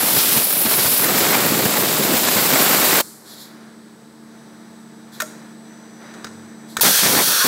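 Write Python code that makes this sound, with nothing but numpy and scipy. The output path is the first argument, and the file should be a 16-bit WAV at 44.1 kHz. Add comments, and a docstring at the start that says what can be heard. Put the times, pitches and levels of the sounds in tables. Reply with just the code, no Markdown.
"""In a workshop, close to one microphone, a cutting jet works through a steel sheet on a water table.
Turbulent gas hisses in the nozzle; collapsing bubbles crackle in the kerf and churn the water.
The jet shuts off, gas puffs out, and the head travels on whining servos over the hum of motors and fans.
It knocks down on the sheet, a valve clacks, and the jet pierces a new hole, throwing water back."""
import sys
import numpy as np
from scipy import signal
from scipy.fft import rfft, irfft
from scipy.io import wavfile
from scipy.ndimage import uniform_filter1d, map_coordinates

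SR = 44100
rng = np.random.default_rng(int(sys.argv[2]) if len(sys.argv) > 2 else 0)


def generate_wav(signal):
    """Clip the signal to [-1, 1] and save it as 16-bit WAV at the path in sys.argv[1]."""
    frames = np.transpose(np.atleast_2d(signal))
    scaled = np.clip(frames, -1, 1) * 32767
    pcm = np.round(scaled).astype(np.int16)
    wavfile.write(sys.argv[1], SR, pcm)


N = 329427
T = np.arange(N) / SR
TOP_HZ = 15750  # upper band edge


def undb(db):
    """Amplitude ratio of a level in decibels."""
    return 10 ** (np.asarray(db) / 20)

def unit(x):
    """Normalisation to rms 1."""
    return x / np.sqrt(np.mean(x ** 2))

def curves(rows):
    """Linear interpolation of each column over the times in the first."""
    times, *columns = np.transpose(rows)
    return [np.interp(T, times, column) for column in columns]

def noise():
    """Gaussian white noise."""
    return rng.standard_normal(N)

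def walk(rate):
    """Smooth random modulation of rms 1, with about `rate` new values a second."""
    step = max(int(SR / rate), 1)
    held = np.repeat(rng.standard_normal(N // step + 1), step)
    return unit(uniform_filter1d(held, step)[:N])

def colour(x, points, size=4096):
    """Minimum-phase filter through (frequency [Hz], level [dB]) points, falling away above TOP_HZ."""
    hz, db = np.transpose(points)
    f = np.fft.rfftfreq(size, 1 / SR) + 1
    gain = undb(np.interp(np.log(f), np.log(hz), db) - np.clip((f - TOP_HZ) / 20, 0, 40))
    cepstrum = irfft(np.log(gain))[:size // 2]
    cepstrum[1:] *= 2  # folding the cepstrum makes the response causal
    return signal.oaconvolve(x, irfft(np.exp(rfft(cepstrum, size))))[:N]

def split(x, hz, order):
    """Crossover: the bands below and above a frequency, each at rms 1."""
    filters = [signal.butter(order, hz, kind, fs=SR, output="sos") for kind in ("low", "high")]
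    return [unit(signal.sosfilt(sos, x)) for sos in filters]

def pops(rate, spread_db):
    """Poisson process of pressure spikes, mostly small, a few large."""
    sizes = undb(spread_db * np.minimum(rng.exponential(size=N), 5))
    return unit((rng.random(N) < rate / SR) * sizes * np.sign(noise()))

def fade(start, decay):
    """Sudden onset and exponential decay."""
    return (T >= start) * np.exp(-np.clip((T - start) / decay, 0, 50))

def swells(rows, attack_s, release_s):
    """Power sum of (start [s], length [s], level [dB]) envelopes that rise, hold and decay."""
    power = 0
    for start, length, db in rows:
        rise = np.clip((T - start) / attack_s, 0, 1)
        fall = np.exp(-np.clip((T - start - length) / release_s, 0, 50))
        power += (undb(db) * rise * fall) ** 2
    return np.sqrt(power)

def tones(partials, waver_db, drift_hz):
    """Sinusoids under slow random amplitude and frequency modulation."""
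    out = 0
    for hz, db in partials:
        amplitude = np.sqrt(2) * undb(db + waver_db * walk(6))
        phase = 2 * np.pi * np.cumsum(hz + drift_hz * walk(5)) / SR
        out += amplitude * np.sin(phase)
    return out

def resonances(rows, flicker_db, drift):
    """Randomly driven resonances give narrow noise bands, each wandering in pitch on its own."""
    out = 0
    for hz, width, db in rows:
        phase = 2 * np.pi * np.cumsum(hz * (1 + drift * walk(7))) / SR
        amplitude = undb(db + flicker_db * walk(22))
        out += amplitude * (walk(width) * np.cos(phase) + walk(width) * np.sin(phase))
    return out

def ring(modes, start, contact_s=.0007):
    """Damped modes of a body struck at `start`; neighbouring modes swing in antiphase."""
    t = T[:SR // 2]
    swings = [undb(db - 60 * t / t60) * np.sin(2 * np.pi * hz * t) for hz, db, t60 in modes]
    response = (sum(swings[::2]) - sum(swings[1::2])) * (1 - np.exp(-t / contact_s))
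    return np.pad(response, (int(start * SR), N))[:N]

def workshop(x, t60, wet_db):
    """Reverberation: reflections from distant walls add a diffuse, exponentially decaying tail."""
    # spectrum of the tail: (frequency [Hz], level [dB])
    room_spectrum = [(60, -13), (300, -19), (1500, -2.5), (2800, -11.5), (4200, 7), (9000, 12.5),
                     (13000, 5.5), (16000, -1)]
    tail = colour(noise() * fade(.012, t60 / np.log(1000)), room_spectrum)[:SR]
    return x + undb(wet_db) * signal.oaconvolve(x, tail / np.linalg.norm(tail))[:N]

def extraction():
    """Broadband flow noise of fans fills the workshop with a low, even rush."""
    # fan noise: (frequency [Hz], level [dB])
    fan_spectrum = [(18, -78), (30, -57), (98, -18.5), (220, -5.5), (271, -16), (309, -5), (564, -17),
                    (1570, -19), (2790, -32), (3920, -25), (6110, -30), (7540, -32.5), (8160, -29),
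                    (9800, -33.5), (15700, -40.5)]
    return unit(colour(noise(), fan_spectrum)) * undb(-47.5 + 0.44 * walk(8.7))

def machine():
    """Periodic forces make motors hum, servos whine and the lift drone; rolling drives add noise."""
    # motor and fan tones: (frequency [Hz], level [dB])
    hum_partials = [(146, -15.5), (193.8, -12), (224.2, -2.5), (299, -13), (312.2, -14.5), (448.4, -19),
                    (672.6, -22), (886, -22), (897, -30)]
    # their joint gain: (time [s], level [dB])
    hum_levels = [(3.1, -51), (3.45, -45.5), (3.6, -42), (4.0, -44.5), (4.6, -41), (6.2, -40.5),
                  (6.78, -39), (6.86, -48)]
    hum = tones(hum_partials, waver_db=1.1, drift_hz=0.675) * undb(curves(hum_levels)[0])

    # moves of the head: (start [s], length [s], rolling level [dB], whine level [dB])
    moves = np.array([(3.214, 0.44, -50, -76), (4.25, 1.1, -54.5, -67.5), (5.115, 0.32, -46.5, -63),
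                      (5.603, 1.3, -50.5, -61), (5.965, 0.25, -44.5, -75)])
    roll_gain = swells(moves[:, [0, 1, 2]], attack_s=0.07, release_s=0.15)
    whine_gain = swells(moves[:, [0, 1, 3]], attack_s=0.07, release_s=0.15)
    # rolling noise: (frequency [Hz], level [dB])
    drive_spectrum = [(100, -31), (300, -1), (700, -3), (1100, -6), (1700, -4), (2200, -10), (2700, -17),
                      (5300, -22), (9000, -27), (15000, -39)]
    # resonances of the gearing: (frequency [Hz], bandwidth [Hz], level [dB])
    gear_bands = [(1770, 120, -16.5), (3430, 130, -22.5), (3850, 150, -17.5), (4100, 150, -22.5),
                  (4840, 130, -19.5), (5970, 200, -20)]
    rolling = unit(colour(noise(), drive_spectrum)) + resonances(gear_bands, flicker_db=1.5, drift=.005)
    idle_gain = undb(-61.5)
    rolling *= np.hypot(roll_gain, idle_gain) * undb(0.52 * walk(45))

    # servo carrier tone: (time [s], level [dB])
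    carrier_levels = [(3.45, -82), (3.75, -64), (4.9, -60), (6.2, -58), (6.75, -54)]
    carrier = tones([(8000, 0)], waver_db=1.5, drift_hz=.3) * undb(curves(carrier_levels)[0])
    # servo whine: (frequency [Hz], level [dB])
    whine_partials = [(5916, -6), (5997, 0), (6072, -5), (6848, -12)]
    whine = tones(whine_partials, waver_db=1.5, drift_hz=0.63) * whine_gain
    lift = tones([(103, -52.0)], waver_db=0.0, drift_hz=0.75) * np.exp(-((T - 6.38) / 0.14) ** 2)
    return hum + rolling + carrier + whine + lift

def puffs():
    """Soft turbulent noise of gas alone blowing through the idle nozzle."""
    # gas noise: (frequency [Hz], level [dB])
    puff_spectrum = [(1470, -73), (2500, -40), (2960, -22), (3350, -7), (4120, -2.5), (6240, -14.5),
                     (7220, -9), (8290, -14), (9670, -18), (11100, -8.5), (12100, -17), (13700, -11),
                     (15700, -22)]
    # releases of gas: (start [s], length [s], level [dB])
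    puff_events = [(3.245, 0.093, -40.5), (3.35, .085, -42), (5.115, .025, -41), (6.67, 0.056, -46)]
    envelope = swells(puff_events, attack_s=0.035, release_s=0.055)
    return unit(colour(noise(), puff_spectrum)) * envelope * undb(0.98 * walk(37))

def knocks():
    """Impacts crack, thud and excite the modes of the head; touching down also rings the sheet."""
    # blows of the head and its valve: (time [s], level [dB], crack decay [s],
    # relative crack level [dB], crack cutoff [Hz], relative thud level [dB])
    blows = [(5.2019, -19, 0.0081, 0.5, 15000, -24), (5.2067, -27, 0.0026, 3, 15000, -20),
             (5.2193, -30, 0.0045, 13, 15000, -16), (6.139, -43, .01, 6, 8000, -10),
             (6.2445, -32.5, 0.0051, 10, 7500, 4), (6.268, -39.5, .007, 8, 5000, -1),
             (6.7683, -21.5, 0.0055, 8.5, 12000, -17), (6.786, -34, 0.0075, 5, 9000, 9),
             (6.7965, -34, 0.0033, 12, 12000, -7)]
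    # modes of the head and of the sheet: (frequency [Hz], level [dB], t60 [s])
    head_modes = [(1140, -22, .04), (1377, -2, 0.073), (1510, -5, 0.076), (1815, -1, 0.081),
                  (2480, -15, .04), (3810, 0.5, 0.032), (4660, -15, .02), (6600, -5, 0.051),
                  (8603, -14, 0.022)]
    sheet_modes = [(620, 1, 0.11), (1360, -7, 0.16)]
    # bright and dull parts of the contact noise: (frequency [Hz], level [dB])
    crack_spectrum = [(150, -42), (700, -18), (1300, 13), (2700, -3.5), (4000, -0.5), (7000, 0),
                      (11000, -5.5), (15000, 0)]
    thud_spectrum = [(40, -16), (150, -3), (470, -3), (800, -12), (2000, -32)]
    crack = unit(colour(noise(), crack_spectrum))
    thud = unit(colour(noise(), thud_spectrum))
    out = 0
    for start, db, decay, crack_db, cutoff_hz, thud_db in blows:
        dulled = signal.sosfilt(signal.butter(2, min(cutoff_hz, TOP_HZ), fs=SR, output="sos"), crack)
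        contact = undb(crack_db) * dulled * fade(start, decay)
        contact += undb(thud_db) * thud * fade(start, decay=0.0059)
        out += undb(db) * (undb(-1.5) * ring(head_modes, start) + contact)
    return out + undb(-25.5) * ring(sheet_modes, start=5.223)

def bursts(rows, spectrum):
    """Noise with droplet impulses, under envelopes that peak after one swell time and decay."""
    envelope = sum(undb(db) * np.e * (T - start) / swell * fade(start, swell)
                   for start, db, swell in rows)
    return envelope * unit(colour(noise() + 0.39 * pops(rate=900, spread_db=1.5), spectrum))

def splashes():
    """Noise transients: large gas bubbles burst out of the water and the kerf spits spray."""
    # bursting bubbles and spits of spray: (time [s], level [dB], swell time [s])
    gulps = [(.16, -20.5, 0.0094), (.355, -21, 0.013), (.648, -20.5, 0.013), (.848, -21, 0.011),
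             (1.62, -18, 0.0048), (1.655, -17.5, 0.0043), (6.884, -22, .005), (7.168, -21, .005)]
    spits = [(.18, -19, 0.011), (.296, -23, .008), (.372, -22, .006), (.79, -22, 0.011), (.858, -22, 0.008),
             (1.041, -18, 0.0027), (6.845, -15.5, 0.014), (6.965, -19, 0.026), (7.035, -21, .018)]
    # their spectra: (frequency [Hz], level [dB])
    gulp_spectrum = [(40, -37), (110, -0.5), (250, 1), (500, -4), (1500, -9), (4000, -13), (9000, -28)]
    spray_spectrum = [(400, -19), (1200, 0), (3500, -0.5), (6000, -0.5), (9000, -3), (15000, -23)]
    return bursts(gulps, gulp_spectrum) + bursts(spits, spray_spectrum)

def bubbles(start, end, per_s=24, low_hz=260, high_hz=853):
    """Bubbles ring as damped oscillators of rising pitch; small ones are higher and quieter."""
    t, out = T[:SR // 10], np.zeros(N + SR)
    for when, smallness, weakness in rng.random((int(per_s * (end - start)), 3)):
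        hz = low_hz * (high_hz / low_hz) ** smallness
        age = t * hz / 2.2  # in units of 2.2 cycles
        envelope = undb(-16 - 6.7 * weakness - 3 * smallness) * 2 * np.e * age * np.exp(-2 * age)
        at = int((start + when * (end - start)) * SR)
        out[at:at + len(t)] += envelope * np.sin(2 * np.pi * hz * t * (1 + 0.037 * age))
    return out[:N]

def jet(levels_db, roar_spectrum, gas, crackle, churn_db, flutter_db):
    """Modulated noise in four bands: collapsing bubbles churn and roar, the gas rushes and hisses."""
    water_db, roar_db, rush_db, hiss_db = levels_db
    sputter = walk(170)  # common to roar and rush
    water, roar = split(colour(noise() + crackle, roar_spectrum), hz=408, order=3)
    rush, hiss = split(gas, hz=9500, order=5)
    water *= undb(water_db + churn_db * walk(60))
    roar *= undb(roar_db + 1.5 * sputter)
    rush *= undb(rush_db + flutter_db * sputter)
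    hiss *= undb(hiss_db + flutter_db * walk(70))
    return water + roar + rush + hiss

def piercing():
    """An impinging jet throws water back off the sheet and drives the resonances of the pit it digs."""
    on_s, rise_s = 6.809, 0.0013
    # gas in the gap under the nozzle, and the roar below it: (frequency [Hz], level [dB])
    gas_spectrum = [(1470, -35), (2500, -5), (2890, -7), (3350, -1), (4030, -2), (4380, 0), (4960, -3),
                    (5820, -1), (7000, -5), (9170, -3), (10100, -6), (11400, -2), (13900, -5), (15100, -4),
                    (15700, -6)]
    roar_spectrum = [(18, -64), (30, -37), (54, -32), (141, -3.5), (189, 0), (536, -2), (705, -4.5),
                     (910, -3), (1170, -4), (1520, -6.5), (1820, -5.5), (2350, -6), (3060, -32),
                     (5170, -120)]
    spikes = pops(rate=1500, spread_db=4)
    gas = colour(noise() + undb(-8) * spikes, gas_spectrum)

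    # hollow ring of the pit, whistle of the opening hole: (frequency [Hz], bandwidth [Hz], level [dB])
    pit_bands = [(1548, 650, -28.5), (3430, 300, -36), (4300, 600, -35), (5700, 800, -35)]
    whistle_bands = [(1080, 54, -27.5), (1514, 200, -28.5)]
    # gain of the pit's ring: (time [s], level [dB])
    pit_levels = [(6.81, -4), (6.95, 3.5), (7.1, -6), (7.3, 0.5), (7.42, 7), (7.47, -1)]
    pit = resonances(pit_bands, flicker_db=0, drift=.015) * undb(curves(pit_levels)[0])
    whistle = resonances(whistle_bands, flicker_db=-0.5, drift=.005) * np.exp(-((T - 7.43) / 0.03) ** 2)

    # water thrown back: (start [s], length [s], level [dB])
    surges = [(6.826, 0.067, -25), (7.022, 0.19, -24.5), (7.268, 0.015, -28.5), (7.32, .012, -36),
              (7.44, 0.017, -25)]
    surge = swells(surges, attack_s=0.009, release_s=0.022)
    calm_water, calm_roar = undb(-52), undb(-31.5)
    water_db = 20 * np.log10(surge + calm_water)
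    roar_db = 20 * np.log10(np.hypot(surge * undb(3), calm_roar))
    # the gas overshoots when the valve opens, then settles
    rush_db = -19.5 + 3.5 * fade(on_s, decay=0.25)
    hiss_db = -19.5 + 7.5 * fade(on_s, decay=0.088)
    levels_db = water_db, roar_db, rush_db, hiss_db
    flow = jet(levels_db, roar_spectrum, gas, crackle=undb(-1.5) * spikes, churn_db=0.4, flutter_db=.5)

    # modes of the sheet as the jet strikes it: (frequency [Hz], level [dB], t60 [s])
    strike_modes = [(925, -13.5, 0.051), (420, -27, .04)]
    valve = np.clip((T - on_s) / rise_s, 0, 1)
    return ring(strike_modes, on_s) + valve * (pit + whistle + flow)

def wander(x, drift):
    """The changing gap under the nozzle scales all its resonance frequencies together."""
    position = np.arange(N) + np.cumsum(drift * walk(9))
    return map_coordinates(x, [position], order=3, mode="mirror")

def cutting():
    """Turbulence drives the nozzle gap's resonances, which shift as the jet bites into fresh metal."""
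    bite_s, off_s, off_decay_s = 1.05, 3.009, 0.0048
    # gas over the open kerf, gas on metal, and the kerf's roar: (frequency [Hz], level [dB])
    open_spectrum = [(1470, -38), (2500, -8), (4350, -6), (5520, -7), (6340, -11), (7330, -8), (9750, -7),
                     (10900, 0), (11400, -1), (12100, -5), (13600, 1), (15100, -4), (15700, -7)]
    biting_spectrum = [(1470, -34), (2500, -4), (3370, -4), (4250, -3), (6390, -7), (7680, -3), (9380, -9),
                       (11100, -4), (12400, -7), (12900, -1), (13500, 0), (15100, -4), (15700, -6)]
    roar_spectrum = [(18, -64), (30, -43), (48, -39), (134, -4), (189, -0.5), (294, -0.5), (379, -2),
                     (632, -3), (705, -4), (2350, -8), (3060, -38), (5170, -120)]
    spikes = pops(rate=1500, spread_db=4)
    turbulence = noise() + undb(-7) * spikes
    open_gas = unit(colour(turbulence, open_spectrum))
    biting_gas = unit(colour(turbulence, biting_spectrum))
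    bite = np.clip((T - bite_s) / 0.016, 0, 1)
    gas = wander((1 - bite) * open_gas + bite * biting_gas, drift=.009)

    # effort along the cut: (time [s], water level [dB], roar level [dB], rush level [dB])
    cut_levels = [(0, -28, -25, -20), (.18, -32, -26.5, -18.5), (.38, -30.5, -27.5, -18.5),
                  (.45, -36, -31, -22.5), (.62, -37.5, -29, -22), (.8, -32, -25, -19),
                  (.95, -36, -30, -19.5), (1.02, -26, -25.5, -20.5), (1.07, -27, -23, -23.5),
                  (1.2, -25, -19.5, -20), (1.38, -25.5, -19.5, -22), (1.56, -25.5, -24, -23),
                  (2.15, -25.5, -24.5, -22.5), (2.62, -26.5, -20, -20), (2.96, -27.5, -18.3, -18.5),
                  (3.005, -34, -20.5, -20)]
    water_db, roar_db, rush_db = curves(cut_levels)
    # the hiss holds its level over the open kerf; in metal it follows the rush
    hiss_db = (1 - bite) * -18.5 + bite * (rush_db + 1.5)
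    slosh, gust = walk(33.97), walk(29.95)
    levels_db = (water_db + 1.2 * slosh, roar_db + 0.74 * slosh,
                 rush_db + 0.37 * gust, hiss_db + 0.28 * gust)
    bubbling = bubbles(bite_s, off_s)
    flow = jet(levels_db, roar_spectrum, gas, crackle=undb(-1) * spikes, churn_db=2.0, flutter_db=1.0)
    valve = np.exp(-np.clip((T - off_s) / off_decay_s, 0, 50))
    return valve * (bubbling + flow)

def scene():
    """Superposition of all sources at one microphone, alike in both channels."""
    flow = workshop(splashes() + cutting() + piercing() + puffs(), t60=0.92, wet_db=-23)
    impacts = workshop(knocks(), t60=0.51, wet_db=-13.5)
    mono = flow + impacts + machine() + extraction()
    return np.array([mono, mono])

def record(dry):
    """The microphone notches the treble and thins the bass; the recorder saturates and cuts the top."""
    dip_hz, dip_width_hz, low_hz, ceiling = 12400, 200, 42, .85
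    heard = signal.lfilter(*signal.iirnotch(dip_hz, dip_hz / dip_width_hz, fs=SR), dry)
    heard = signal.sosfilt(signal.butter(2, low_hz, "high", fs=SR, output="sos"), heard)
    rounded = ceiling * np.tanh(heard / ceiling)
    return signal.sosfilt(signal.ellip(12, .1, 80, TOP_HZ, fs=SR, output="sos"), rounded)


dry = scene()
out = record(dry)
generate_wav(out)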